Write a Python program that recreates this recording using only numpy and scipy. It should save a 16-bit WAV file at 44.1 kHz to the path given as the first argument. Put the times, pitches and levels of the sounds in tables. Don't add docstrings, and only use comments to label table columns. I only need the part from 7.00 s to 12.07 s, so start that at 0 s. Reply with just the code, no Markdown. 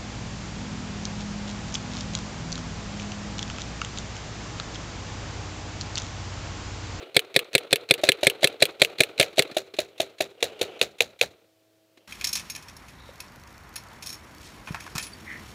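import sys
import numpy as np
from scipy import signal
from scipy.fft import rfft, irfft, next_fast_len
from scipy.io import wavfile
from scipy.ndimage import map_coordinates

SR = 44100
rng = np.random.default_rng(int(sys.argv[2]) if len(sys.argv) > 2 else 0)


def to_wav(sig):
    pcm = np.clip(np.atleast_2d(sig), -1, 1) * 32767
    pcm = np.round(pcm).astype(np.int16)
    wavfile.write(sys.argv[1], SR, pcm.T)


N = 223807
T = np.arange(SR // 4) / SR


def amp(db):
    return 10 ** (np.asarray(db) / 20)


def along(points, hz):
    f, v = np.transpose(points)
    return np.interp(np.log(hz + 1), np.log(f), v)


def wobble(rate, size=N):
    knots = rng.standard_normal(size // 40)
    return map_coordinates(knots, [np.arange(size) * rate / SR], mode="wrap")


def colour(x, spectrum, size=4096):
    hz = np.fft.rfftfreq(size, 1 / SR)
    cepstrum = irfft(np.log(amp(along(spectrum, hz))))
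    cepstrum[1:size // 2] *= 2
    cepstrum[size // 2 + 1:] = 0
    kernel = irfft(np.exp(rfft(cepstrum)))
    kernel /= np.linalg.norm(kernel)
    return signal.oaconvolve(x, kernel)[:len(x)]


def add(track, s, sound):
    start = round(s * SR)
    part = sound[max(-start, 0):max(N - start, 0)]
    track[max(start, 0):][:len(part)] += part


def fade(t, t60):
    return np.exp(-np.log(1000) * np.maximum(t, 0) / t60)


def burst(rise, hold, t60):
    swell = 1 - np.exp(-T / rise)
    return rng.standard_normal(len(T)) * swell * fade(T - hold, t60)


def ring(hz, t60):
    return np.sin(2 * np.pi * hz * rng.normal(1, .022) * T) * fade(T, t60)


SHOTS = [0.1656, 0.3626, 0.5512, 0.7285, 0.9094, 1.0891, 1.2689, 1.443, 1.6239, 1.8177, 2.0048, 2.1984,
         2.3923]
# frequency_hz, relative level_db
VALVE_SPECTRUM = [(100, -19), (500, -6), (950, -19), (1800, -10), (2550, -0.5), (3100, -10), (4100, 1.5),
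                  (5000, -15.5), (6500, -16), (15000, -32)]
BLAST_SPECTRUM = [(100, -21.5), (600, -16), (1000, -20), (1500, -9.5), (1700, -6), (2350, 3), (2950, -7.5),
                  (3600, 3.5), (4400, -3), (5000, -13.5), (6500, -19.5), (8400, -10), (11000, -18),
                  (15000, -25)]
BOLT_SPECTRUM = [(100, -32.5), (280, -24), (470, -11.5), (1000, -23), (1900, -9), (2650, 3.5), (4000, -6.5),
                 (5200, -18.5), (9500, -14), (15000, -19)]
BLAST_DB, BOLT_DB = -7.5, -15.5
RETURN_S, FRESH_LEAD_S, SAG_S = .03, .003, .3


def near_marker():
    valve, blast, bolt, body = np.zeros((4, N))
    for s in SHOTS:
        add(valve, s - .0205, amp(-31.5) * burst(rise=0.00044, hold=0.0033, t60=.014))
        add(valve, s - .012, amp(-30) * burst(rise=0.00091, hold=0.0034, t60=0.021))
        add(body, s - .013, amp(-31.5) * ring(hz=463, t60=0.029))

        blast_noise = burst(rise=0.000091, hold=0.0019, t60=0.036) * fade(T - .0055, 0.022)
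        add(blast, s - .0002, amp(BLAST_DB) * blast_noise)
        add(blast, s + 0.0049, amp(BLAST_DB - 25) * burst(rise=0.0014, hold=0.0049, t60=0.056))
        add(body, s, amp(BLAST_DB - 4) * struck_metal(damping=1.12))

        add(body, s - .0005, amp(-11) * -ring(hz=536.3, t60=0.035))
        add(body, s + .0005, amp(-22.5) * ring(hz=681, t60=.04))
        add(body, s + 0.007615, amp(-14.5) * ring(hz=406.4, t60=0.035))
        recoil = ring(hz=140.4, t60=0.028) * (1 - np.exp(-T / 0.0026))
        add(body, s + 0.0017, amp(-11.5) * recoil)

        home = s + RETURN_S - FRESH_LEAD_S * np.exp((SHOTS[0] - s) / SAG_S)
        add(bolt, home, amp(BOLT_DB) * burst(rise=.0001, hold=.001, t60=0.011))
        add(body, home, amp(BOLT_DB - 12.5) * struck_metal(damping=1.2))
        add(bolt, home + 0.0038, amp(BOLT_DB - 15.5) * burst(rise=0.0011, hold=.003, t60=0.03))
        add(body, home + .001, amp(-28) * ring(hz=470, t60=.07) * (1 - np.exp(-T / 0.0018)))

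        for lag in rng.uniform(0.081, 0.084, size=2):
            ball_db = -44 + rng.normal(0, 2.2)
            add(valve, s + lag, amp(ball_db) * burst(rise=0.00093, hold=0.00076, t60=0.023))
    clicks_and_blast = colour(valve, VALVE_SPECTRUM) + colour(blast, BLAST_SPECTRUM)
    return clicks_and_blast + colour(bolt, BOLT_SPECTRUM) + body


# pitch_hz, level_db, t60_s (before extra damping)
METAL_MODES = [(1710, -9, 0.042), (2163, -2, 0.029), (2458, -1, .022), (3515, -2.5, 0.027),
               (4006, -2.5, 0.034), (4208, -6.5, 0.031), (4470, -7.5, .03), (8260, -7, .018)]


def struck_metal(damping):
    total = np.zeros(len(T))
    for k, (hz, db, t60) in enumerate(METAL_MODES):
        gain = (-1) ** k * amp(db + rng.normal(0, 2.2))
        pitch_hz = hz * rng.normal(1, .004)
        total += gain * np.sin(2 * np.pi * pitch_hz * T) * fade(T, t60 / damping)
    return total


# start_s, crack level_db (sets the crack and how hidden the muzzle is)
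NEIGHBOUR_SHOTS = [(1.0359, -22), (1.2316, -19.5), (1.4307, -20), (1.622, -20), (1.82, -20), (2.004, -22),
                   (2.2111, -11.5), (2.3812, -20.5), (2.568, -21.5), (2.788, -23.5), (3.0012, -27),
                   (3.2058, -23), (3.4271, -12), (3.6137, -18.5), (3.8143, -9), (4.0063, -9.5),
                   (4.213, -8.5)]
# frequency_hz, relative level_db
PUFF_SPECTRUM = [(50, -36.5), (120, -19), (220, -19.5), (600, -4.5), (1050, -18.5), (1600, -9.5),
                 (2300, -2.5), (2700, 0.5), (3100, -5.5), (3900, 2.5), (5000, -14), (6900, -9.5),
                 (8000, -18), (10500, -16.5), (15000, -27)]
CLACK_SPECTRUM = [(100, -30), (1200, -20), (2600, -2), (4000, 0.5), (5000, -12), (6600, -7.5),
                  (10500, -10.5), (15000, -17.5)]
SCATTER_SPECTRUM = [(50, -28.5), (110, -9.5), (200, -19), (380, -0.5), (620, 6.5), (1000, -15.5),
                    (1700, -8), (2600, -5.5), (3100, -12), (3950, 0), (4900, -14), (7000, -12),
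                    (8200, -20.5), (15000, -25.5)]
BOOM_SPECTRUM = [(40, -14), (80, 1), (130, -2), (260, -4), (450, -13), (1500, -44)]
PUFF_DB, THUMP_DB = -19, -5.5
THUMP_SAG_DB_PER_S = 1.3
THUMP_AWAY_HZ, THUMP_FACING_HZ = 618, 480
TURN_S, TURN_LENGTH_S = 3.2, .24


def neighbour_marker():
    air, bolt, scatter, boom, tones = np.zeros((5, N))
    swell = (1 - np.exp(-T / 0.0015)) ** 2
    for s, crack_db in NEIGHBOUR_SHOTS:
        facing = np.clip((s - TURN_S) / TURN_LENGTH_S, 0, 1)
        thump_hz = THUMP_AWAY_HZ + facing * (THUMP_FACING_HZ - THUMP_AWAY_HZ)
        thump_db = THUMP_DB - THUMP_SAG_DB_PER_S * (s - NEIGHBOUR_SHOTS[0][0])
        hidden = np.clip((-9.5 - crack_db) / 12, 0, 1)

        add(air, s - .023, amp(-44) * burst(rise=0.0011, hold=.004, t60=0.074))
        add(air, s - .002, amp(-29) * burst(rise=0.00088, hold=0.00091, t60=.01))
        add(air, s, amp(crack_db - 2) * burst(rise=.0001, hold=0.0013, t60=0.0041))
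        crack_tones = ring(hz=2520, t60=0.0075) - ring(hz=3800, t60=0.0065)
        add(tones, s, amp(crack_db + 6 - 6.8 * hidden) * crack_tones)
        add(air, s + .0015, amp(PUFF_DB) * burst(rise=.0003, hold=.003, t60=0.013))
        add(bolt, s + .0138, amp(-26 - 2.5 * hidden) * burst(rise=0.00044, hold=0.0024, t60=.018))

        add(tones, s - .001, amp(thump_db) * ring(hz=thump_hz, t60=0.034) * swell)
        add(tones, s - .001, amp(thump_db - 11 + 3 * facing) * ring(hz=674, t60=.028) * swell)
        add(tones, s - .002, hidden * amp(-16) * ring(hz=356.4, t60=.032) * swell)
        add(tones, s + .004, hidden * amp(-36.5) * ring(hz=394, t60=.3) * swell)

        clumps = amp(3.4 * wobble(rate=400, size=len(T)))
        scattered = clumps * burst(rise=0.0017, hold=.007, t60=0.13)
        add(scatter, s + .005, amp(-28.5 - 3 * hidden) * scattered)
        add(scatter, s + .093, amp(-56) * burst(rise=0.0013, hold=.01, t60=.08))
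        add(boom, s, amp(-39) * burst(rise=.001, hold=.004, t60=.03))
        add(boom, s + .012, amp(-47 - 6 * hidden) * burst(rise=0.0023, hold=0.012, t60=.3))
    direct = colour(air, PUFF_SPECTRUM) + colour(bolt, CLACK_SPECTRUM) + tones
    return direct + colour(scatter, SCATTER_SPECTRUM) + colour(boom, BOOM_SPECTRUM)


# frequency_hz, relative level_db
TREE_SPECTRUM = [(50, -29), (110, -15.5), (220, -15.5), (350, 0), (460, 3.5), (700, -5), (1000, -16),
                 (1350, -8.5), (1700, -17.5), (2400, -9.5), (2950, -16), (4100, -12.5), (5000, -32.5),
                 (14000, -42)]


def tree_echo(times, db, build, t60, patchy_db):
    t = np.arange(SR) / SR
    swell = 1 - np.exp(-(t / build) ** 2)
    echo = np.zeros(N)
    for s in times:
        clumps = amp(patchy_db * wobble(rate=99.8, size=SR))
        add(echo, s, rng.standard_normal(SR) * clumps * swell * fade(t, t60))
    return amp(db) * colour(echo, TREE_SPECTRUM)


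# start_s, level_db
KNOCKS = [(.978, -36), (1.045, -32.5), (2.328, -44), (2.512, -35.5), (2.738, -35.5), (4.972, -49.5)]
# start_s, length_s, level_db
SWELLS = [(0, 0.069, -49.5), (1.0, 1.52, -57), (2.95, 0.16, -57.5), (3.48, .33, -45), (5.02, 0.11, -65)]
# frequency_hz, relative level_db
KNOCK_SPECTRUM = [(60, -12), (200, -2.5), (400, 3.5), (1000, -14.5), (2300, -4), (3100, -11), (4100, -4),
                  (5000, -16.5), (15000, -33)]
SWELL_SPECTRUM = [(50, -33), (250, -17.5), (460, -0.5), (750, -11), (1050, -21), (1400, -18), (1850, -24),
                  (2900, -14), (4500, -31.5), (15000, -53.5)]
SWELL_RISE_DB_PER_S, SWELL_FALL_DB_PER_S = 110, 130


def knocks_and_swells():
    knocks = np.zeros(N)
    for s, db in KNOCKS:
        add(knocks, s, amp(db) * burst(rise=0.0011, hold=0.0027, t60=0.06))
    t = np.arange(N) / SR
    envelope = np.zeros(N)
    for s, length, db in SWELLS:
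        before_db = SWELL_RISE_DB_PER_S * np.maximum(s - t, 0)
        after_db = SWELL_FALL_DB_PER_S * np.maximum(t - s - length, 0)
        envelope += amp(db - before_db - after_db)
    grain = amp(1.2 * wobble(rate=39) + 2 * wobble(rate=160))
    swells = envelope * grain * rng.standard_normal(N)
    return colour(knocks, KNOCK_SPECTRUM) + colour(swells, SWELL_SPECTRUM)


# pitch_hz, level_db (before the common wavering gain)
ENGINE_LINES = [(107.7, -75.5), (323.0, -69.5), (425.3, -79.5), (484.5, -84), (532.9, -78.5), (646.0, -70)]
# frequency_hz, relative level_db
AIR_SPECTRUM = [(25, -25.5), (100, -12.5), (260, -14), (370, -10.5), (650, -11.5), (1000, -20.5),
                (4000, -20), (10000, -28.5), (15000, -26.5)]


def background():
    t = np.arange(N) / SR + 0.00012 * wobble(rate=4)
    hum = sum(amp(db) * np.sin(2 * np.pi * hz * t) for hz, db in ENGINE_LINES)
    hum_gain = amp(1.5 + 1.3 * wobble(rate=4))
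    still_air = amp(-68) * colour(rng.standard_normal(N), AIR_SPECTRUM)
    return hum_gain * hum + still_air


EARLIER_SHOT_S = -.035


def scene():
    near_times = [EARLIER_SHOT_S] + list(SHOTS)
    neighbour_times = [row[0] for row in NEIGHBOUR_SHOTS]
    echoes = tree_echo(near_times, db=-35, build=0.046, t60=0.52, patchy_db=4)
    echoes += tree_echo(neighbour_times, db=-44.5, build=0.025, t60=0.55, patchy_db=3)
    return (near_marker() + neighbour_marker() + echoes + knocks_and_swells() + background())[None]


def record(dry):
    ceiling, bass_cut_hz, top_hz = .9, 60, 15500
    squashed = dry / (1 + np.abs(dry / ceiling) ** 4) ** (1 / 4)
    size = next_fast_len(N + SR // 2)
    hz = np.fft.rfftfreq(size, 1 / SR)
    bass_cut = (1j * hz / (bass_cut_hz + 1j * hz)) ** 2
    top_cut = 1 / np.sqrt(1 + (hz / top_hz) ** 120)
    return irfft(rfft(squashed, size) * bass_cut * top_cut, size)[..., :N]


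dry = scene()
out = record(dry)
to_wav(out)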